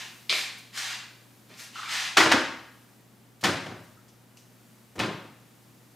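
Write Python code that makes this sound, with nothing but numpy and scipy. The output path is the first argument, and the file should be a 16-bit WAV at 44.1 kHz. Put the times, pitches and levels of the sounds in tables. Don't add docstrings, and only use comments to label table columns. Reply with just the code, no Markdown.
import sys
import numpy as np
from scipy import signal
from scipy.fft import rfft, irfft
from scipy.io import wavfile
from scipy.ndimage import uniform_filter1d

SR = 44100
rng = np.random.default_rng(int(sys.argv[2]) if len(sys.argv) > 2 else 0)


def unload_audio(sound):
    columns = np.transpose(np.atleast_2d(sound))
    steps = np.round(np.clip(columns, -1, 1) * 32767)
    wavfile.write(sys.argv[1], SR, steps.astype(np.int16))


def elevation(decibels):
    levels = np.asarray(decibels, float)
    return 10 ** (levels / 20)


N = 262395
LEAD = 8820
BANDS = 30 * 2 ** np.arange(0, 9.4, 1 / 3)


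def rms_one(x):
    return x / np.sqrt(np.mean(x ** 2) + 1e-20)


def at_hz(points, hz):
    table = np.array(points)
    return np.interp(np.log(hz), np.log(table[:, 0]), table[:, 1])


def drift(rate, count):
    r = np.exp(-2 * np.pi * rate / SR)
    white = rng.standard_normal(count + SR)
    return rms_one(signal.lfilter([1], [1, -2 * r, r * r], white)[SR:])


def causal_colour(spectrum, tilt_db):
    hz = np.maximum(np.arange(2049) * SR / 4096, 20)
    level_db = at_hz(spectrum, hz) + tilt_db * np.log2(hz / 1000)
    cepstrum = irfft(np.log(elevation(level_db)))
    cepstrum[1:2048] *= 2
    cepstrum[2049:] = 0
    pulse = irfft(np.exp(rfft(cepstrum)))
    return pulse / np.sqrt(np.sum(pulse ** 2))


def band_noise(white, side_table, gain_at):
    out = 0
    for k, (low, high) in enumerate(zip(BANDS, BANDS[1:])):
        band = signal.butter(2, [low, high], "band", fs=SR, output="sos")
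        mid, side = signal.sosfilt(band, white[k % 2])
        hz = np.sqrt(low * high)
        side = elevation(at_hz(side_table, hz)) * side
        out = out + gain_at(hz) * (mid + side * [[1], [-1]])
    return out


def refrigerator():
    # (frequency [Hz], level [dB rms])
    hum_tones = [(59.9, -87), (119.8, -59.5), (239.6, -73.5), (359.5, -74), (479.2, -86.5)]
    # (frequency [Hz], level [dB])
    air_colour = [(15, -70), (25, -41), (53, -16.5), (87, -23), (103, -15), (124, -16.5), (146, -10.5),
                  (232, -5), (330, -15.5), (831, -19.5), (927, -20.5), (3150, -25.5), (12900, -28.5),
                  (15200, -28), (16500, -45.5)]
    # (frequency [Hz], side minus mid [dB])
    air_side = [(60, -12.5), (110, -3), (200, -12), (380, -6), (700, -7.5), (1290, -6), (2380, -6),
                (4400, -8.5), (8120, -8.5), (15000, -10.5)]
    # (middle [s], half length [s], lift [dB])
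    reaches = [
        (.1, .5, 8.5),
        (1.3, 0.52, 3.5),
        (2.792, .25, 3),
        (3.86, 0.17, 3),
        (4.693, 0.22, 2),
        (5.7, 0.94, 2.5),
    ]
    t = np.arange(N) / SR
    hum = 0
    for hz, db in hum_tones:
        hum = hum + elevation(db + 1 + 0.45 * drift(1.4, count=N)) * np.sin(2 * np.pi * hz * t)
    swell_db = -4.0
    for middle_s, half_s, lift_db in reaches:
        swell_db = swell_db + lift_db * np.exp(-((t - middle_s) / half_s) ** 2)

    def air_gain(hz):
        return elevation(at_hz(air_colour, hz) + swell_db * np.clip(hz / 4000, 0, 1))

    air = band_noise(rng.standard_normal((2, 2, N)), air_side, air_gain)
    return hum * elevation([[.8], [-.8]]) + elevation(-57) * rms_one(air) * elevation([[.4], [-.4]])


def kitchen(x, early_db, build_ms, lumpy_db):
    # (frequency [Hz], T60 [s])
    room_t60 = [(60, 0.83), (250, 0.55), (1000, 0.65), (3000, 0.61), (8000, 0.52), (15000, 0.36)]
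    # (frequency [Hz], side minus mid [dB])
    room_side = [(60, -20), (110, -32.5), (200, -24), (380, -16.5), (700, -13), (1290, -14), (2380, -12.5),
                 (4400, -11), (8120, -12.5), (15000, -9.5)]
    far_rooms_db, far_rooms_slower = -30.5, 2.7
    t = np.arange(SR) / SR
    lumps = np.minimum(rng.exponential(1, (2, 1, SR)), 6)
    sizes = elevation(lumpy_db * np.exp(-t / 1.1) * lumps)
    echoes = rng.standard_normal((2, 2, SR)) * sizes
    echoes /= np.sqrt(uniform_filter1d(echoes ** 2, size=2001))

    def decay(hz):
        fall_db = -60 * t / at_hz(room_t60, hz)
        return elevation(fall_db) + elevation(far_rooms_db + fall_db / far_rooms_slower) * (1 - t)

    response = band_noise(echoes, room_side, decay)
    response *= 1 - np.exp(-t * 1000 / build_ms)
    response *= elevation(early_db * np.exp(-t / 0.026))
    response /= np.sqrt(np.sum(response ** 2) / 2)
    return signal.fftconvolve(x[None], response, axes=1)[:, LEAD:LEAD + N]


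def contacts(rows, colour, modes, gain_db, room_db, ring_db=0):
    out = np.zeros((2, N + LEAD + SR))
    t = np.arange(SR // 3) / SR
    ms = t[:2000] * 1000
    for s, db, chatter_ms, hard_db in rows:
        at = LEAD + round(s * SR)
        hit_db = db + gain_db
        draw = rng.random((3, 2000))
        chatter = (draw[0] < .2) * (draw[1] - .5) * np.exp(-ms / max(chatter_ms, .1))
        chatter *= 1 - np.exp(-ms / max(0.22 * chatter_ms, .05))
        chatter[0] = .5 * np.exp(-chatter_ms / 4.24)
        chatter /= np.sqrt(np.sum(chatter ** 2))
        click = causal_colour(colour, hard_db)
        out[0, at:at + 6095] += elevation(hit_db) * np.convolve(chatter, click)
        out[1, at:at + 4096] += elevation(hit_db + room_db + 4.5) * click
        for (hz, mode_db, t60), chance in zip(modes, draw[2]):
            ring = elevation(mode_db + 3.5 * chance - 60 * t / min(t60, .22)) * np.sin(2 * np.pi * hz * t)
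            ring *= 1 - np.exp(-t / 0.027)
            level = elevation(hit_db + ring_db - 1.2 * hard_db - 33.5)
            out[:, at:at + len(t)] += level * ring * elevation([[0], [1.5]])
    return out[:, :N + LEAD]


def rings(rows, room_db):
    width_hz_at_1ms, widest_share = 910, 0.79
    out = np.zeros((2, N + LEAD + SR))
    for s, db, hz, push_ms in rows:
        width_hz = min(width_hz_at_1ms / np.sqrt(push_ms), widest_share * hz)
        age = np.arange(9000) * 1000 / SR / push_ms
        push = rng.standard_normal(9000) * np.exp(-age) * (1 - np.exp(-4 * age))
        r = np.exp(-np.pi * width_hz / SR)
        poles = [1, -2 * r * np.cos(2 * np.pi * hz / SR), r * r]
        once = signal.lfilter([1, 0, -1], poles, push + 1e-18)
        ring = signal.lfilter([1, 0, -1], poles, once)
        at = LEAD + round(s * SR)
        out[:, at:at + 9000] += elevation(db) * ring / np.max(np.abs(ring)) * elevation([[0], [room_db + 6.5]])
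    return out[:, :N + LEAD]


def scuffs():
    # (touch-down [s], slide [s], rub [dB], brightness [dB])
    slides = [
        (-.19, 0.19, -36.5, -2),
        (.3, 0.083, -32.5, 2.5),
        (0.727, 0.19, -33.5, -2.5),
        (1.47, .1, -54, -2),
        (1.568, 0.026, -41.5, 5.5),
        (1.728, 0.17, -40.5, -9),
        (1.879, .17, -30, -6.5),
    ]
    # (frequency [Hz], level [dB])
    scuff_colour = [(180, -43), (300, -24), (486, -23.5), (749, -11), (994, -6.5), (1360, -7.5),
                    (1560, -3.5), (2790, -3), (6960, -8), (13800, -19.5), (16000, -27.5)]
    press_s, press_from_db = 0.031, -11
    sag_db_per_s, lift_db_per_s = 20, 201.5
    dull_db_per_s = 31
    t = (np.arange(N + LEAD) - LEAD) / SR
    grit = (rng.random(len(t)) < 9000 / SR) * elevation(1.6 * np.minimum(rng.exponential(1, len(t)), 5))
    grit = grit * rng.choice([-1, 1], len(t))
    rub = rms_one(signal.fftconvolve(grit, causal_colour(scuff_colour, 0))[:len(t)])
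    bright = signal.sosfilt(signal.butter(2, 4000, "high", fs=SR, output="sos"), rub)
    out = np.zeros(len(t))
    for s, slide_s, rub_db, bright_db in slides:
        age = np.maximum(t - s, 0)
        db = rub_db + press_from_db * np.maximum(1 - age / press_s, 0)
        db = db - sag_db_per_s * age - lift_db_per_s * np.maximum(age - slide_s, 0)
        touching = uniform_filter1d(1. * (t > s), size=500)
        extra_treble = (elevation(bright_db - dull_db_per_s * age) - 1) * bright
        out += touching * elevation(db) * (rub + extra_treble)
    return out * elevation(0.63 * drift(25, count=len(t)))


def slippers():
    # (time [s], level [dB], chatter [ms], hardness [dB/octave])
    slaps = [
        (.2932, -26, 1, 0),
        (.2962, -11.5, 0.84, 1.5),
        (.7747, -19.5, 1.2, 8.5),
        (1.4962, -38, 3.7, -6),
    ]
    # (time [s], level [dB], chatter [ms], hardness [dB/octave])
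    ticks = [
        (.3017, -17.5, 0.26, 2.5),
        (.3268, -9, 1, -2),
        (1.5405, -38.5, .6, 1.5),
        (1.5465, -42, .6, 1),
        (1.5955, -31, 0.65, 1),
        (1.602, -33.5, .5, 3.5),
        (1.6098, -33, .8, 1),
    ]
    # (frequency [Hz], level [dB])
    slap_colour = [(88, -65.5), (150, -19), (213, -18.5), (675, -7.5), (854, -16.5), (1100, -6.5),
                   (1790, -10), (2310, 4), (2920, -7.5), (4080, -1.5), (8730, -19.5), (16000, -43.5)]
    # (time [s], level [dB], pitch [Hz], push [ms])
    sole_rings = [
        (.2958, -10.5, 3120, 0.38),
        (.3015, -25.5, 4000, .3),
        (.326, -21, 2000, 0.85),
        (.776, -24, 1530, 1.65),
    ]
    # (time [s], level [dB], pitch [Hz], push [ms])
    squeaks = [
        (1.755, -33, 1270, 11),
        (1.779, -34.5, 1260, 6),
        (1.788, -30, 1250, 12),
        (1.829, -28.5, 1205, 12),
        (1.762, -43, 2700, 15),
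        (1.85, -35.5, 2300, 15),
    ]
    return (contacts(slaps, slap_colour, [], gain_db=6.5, room_db=6.5)
            + rings(sole_rings, room_db=-5.5)
            + contacts(ticks, slap_colour, [], gain_db=8.0, room_db=-5.5)
            + rings(squeaks, room_db=-7)
            + scuffs() * elevation([[-8.0], [0]]))


def bottles():
    # (time [s], level [dB], chatter [ms], hardness [dB/octave])
    first = [
        (2.1676, -9.5, 6.0, -1),
        (2.1712, 0.5, 4, 1.6),
        (2.181, -5, 3.5, -1.5),
        (2.203, -6, 5.3, -1.5),
        (2.261, -11.5, 3, -3.5),
    ]
    # (time [s], level [dB], chatter [ms], hardness [dB/octave])
    first_drop = [
        (2.3125, -13.5, 3.0, -1.5),
        (2.316, -0.5, 9.9, -0.5),
        (2.3225, -6.5, 1.8, 1),
        (2.338, -10, 2.5, -3.5),
    ]
    # (time [s], level [dB], chatter [ms], hardness [dB/octave])
    second = [
        (3.409, -35, 10, 9),
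        (3.43, -21, 4.8, -2),
        (3.4365, -6.5, 13, 2.5),
        (3.447, -10, 10, -1.5),
        (3.487, -16.5, 7.1, -2.5),
        (3.66, -23, 9.4, -1.5),
        (3.715, -28, 10, -3),
    ]
    # (time [s], level [dB], chatter [ms], hardness [dB/octave])
    third = [
        (4.954, -31, 14, -2),
        (4.98, -24, 10, -2),
        (4.991, -19, 4.8, 4.5),
        (4.9965, -11.5, 10.4, 0.5),
        (5.006, -23, 6.3, -1),
        (5.033, -19, 6.1, -0.5),
        (5.089, -22, 4.3, -2),
        (5.249, -40, 8.0, 1),
    ]
    # (frequency [Hz], level [dB])
    first_colour = [(41, -56), (70, -25.5), (233, -13.5), (321, -11), (368, -14.5), (403, -0.5), (441, -15),
                    (620, -8.5), (1050, -5.5), (1580, -4), (5620, -15), (10200, -30), (16000, -42.5)]
    second_colour = [(41, -44), (70, -20), (108, 0), (148, -5), (286, 1.5), (494, -8.5), (541, -3.5),
                     (1100, -7.5), (1730, -7), (4910, -17.5), (10400, -33.5), (16000, -46)]
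    third_colour = [(41, -51), (70, -27), (113, -7), (218, -5), (244, -8.5), (314, -1.5), (451, -11),
                    (1150, -10), (1310, -11.5), (3820, -19), (13000, -47.5), (16000, -59)]
    # (frequency [Hz], level [dB], T60 before the 0.22 s cap [s])
    first_shelf = [(141, -38.5, 5.0), (269.3, -6, 0.45), (329, 1, 0.25), (397, -1, 0.34),
                   (550.5, -20, 0.42), (599, -39.5, 0.36)]
    second_shelf = [(115.6, -3, 0.27), (186.3, -20, 0.3), (277, -2, 0.7)]
    third_shelf = [(110.4, -2, 0.49), (224, 3.5, 1.6), (298, -11, 0.56), (415, -2, 0.53), (556, -4.5, 0.32)]
    # (time [s], level [dB], chatter [ms], hardness [dB/octave])
    crinkles = [
        (.579, -39, 12.0, 8),
        (3.655, -46, 15.0, 4.0),
        (3.83, -49.5, 15.0, 9),
        (4.08, -47.5, 12.0, -2.5),
        (4.3705, -42, 3.0, 1),
        (4.954, -42.5, 13, 3),
    ]
    # (frequency [Hz], level [dB])
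    crinkle_colour = [(800, -20), (2500, 4), (6000, 12), (11000, 0), (16000, -8.5)]
    # (time [s], level [dB], pitch [Hz], push [ms])
    bottle_rings = [(2.181, -12, 1260, 5.7), (2.203, -22, 1230, 4), (2.21, -14, 1950, 5.8),
                    (2.262, -19.5, 386, 7.4), (2.3125, -17.5, 2970, 1.7), (2.316, -12, 1659, 5.8),
                    (2.338, -14, 312, 8.3), (3.452, -18.5, 1770, 4.8), (3.70, -58, 95, 29.4),
                    (3.96, -55.5, 1327, 30), (4.371, -46.5, 2710, 2.8), (4.955, -47.5, 1040, 6.5),
                    (4.962, -42, 470, 17), (4.965, -42.5, 75.4, 13), (4.997, -23, 2540, 5.5),
                    (5.245, -42, 298, 7.6)]
    return (contacts(first, first_colour, first_shelf, gain_db=14.0, room_db=-3, ring_db=-2.5)
            + contacts(first_drop, first_colour, first_shelf, gain_db=13.0, room_db=-7, ring_db=-13)
            + contacts(second, second_colour, second_shelf, gain_db=12, room_db=-1.0, ring_db=-15)
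            + contacts(third, third_colour, third_shelf, gain_db=13.0, room_db=-2.5, ring_db=-3)
            + contacts(crinkles, crinkle_colour, [], gain_db=13.0, room_db=-2)
            + rings(bottle_rings, room_db=-11))


def scene():
    feet_direct, feet_room = slippers()
    shelf_direct, shelf_room = bottles()
    at_floor = feet_direct[LEAD:] + kitchen(feet_room, early_db=0.5, build_ms=1.84, lumpy_db=1.5)
    at_shelf = shelf_direct[LEAD:] + kitchen(shelf_room, early_db=1.0, build_ms=2.8, lumpy_db=2.5)
    return at_floor * elevation([[.3], [-.3]]) + at_shelf * elevation([[.6], [-.6]]) + refrigerator()


def roll_off(x):
    return signal.sosfilt(signal.butter(12, 16660, fs=SR, output="sos"), x)


def record(dry):
    thin = signal.sosfilt(signal.butter(3, 55, "high", fs=SR, output="sos"), dry)
    thin = signal.sosfilt(signal.cheby2(10, 50, 16500, fs=SR, output="sos"), thin)
    rounded = 0.74 * np.tanh(thin / 0.77)
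    return roll_off(rounded)


dry = scene()
out = record(dry)
unload_audio(out)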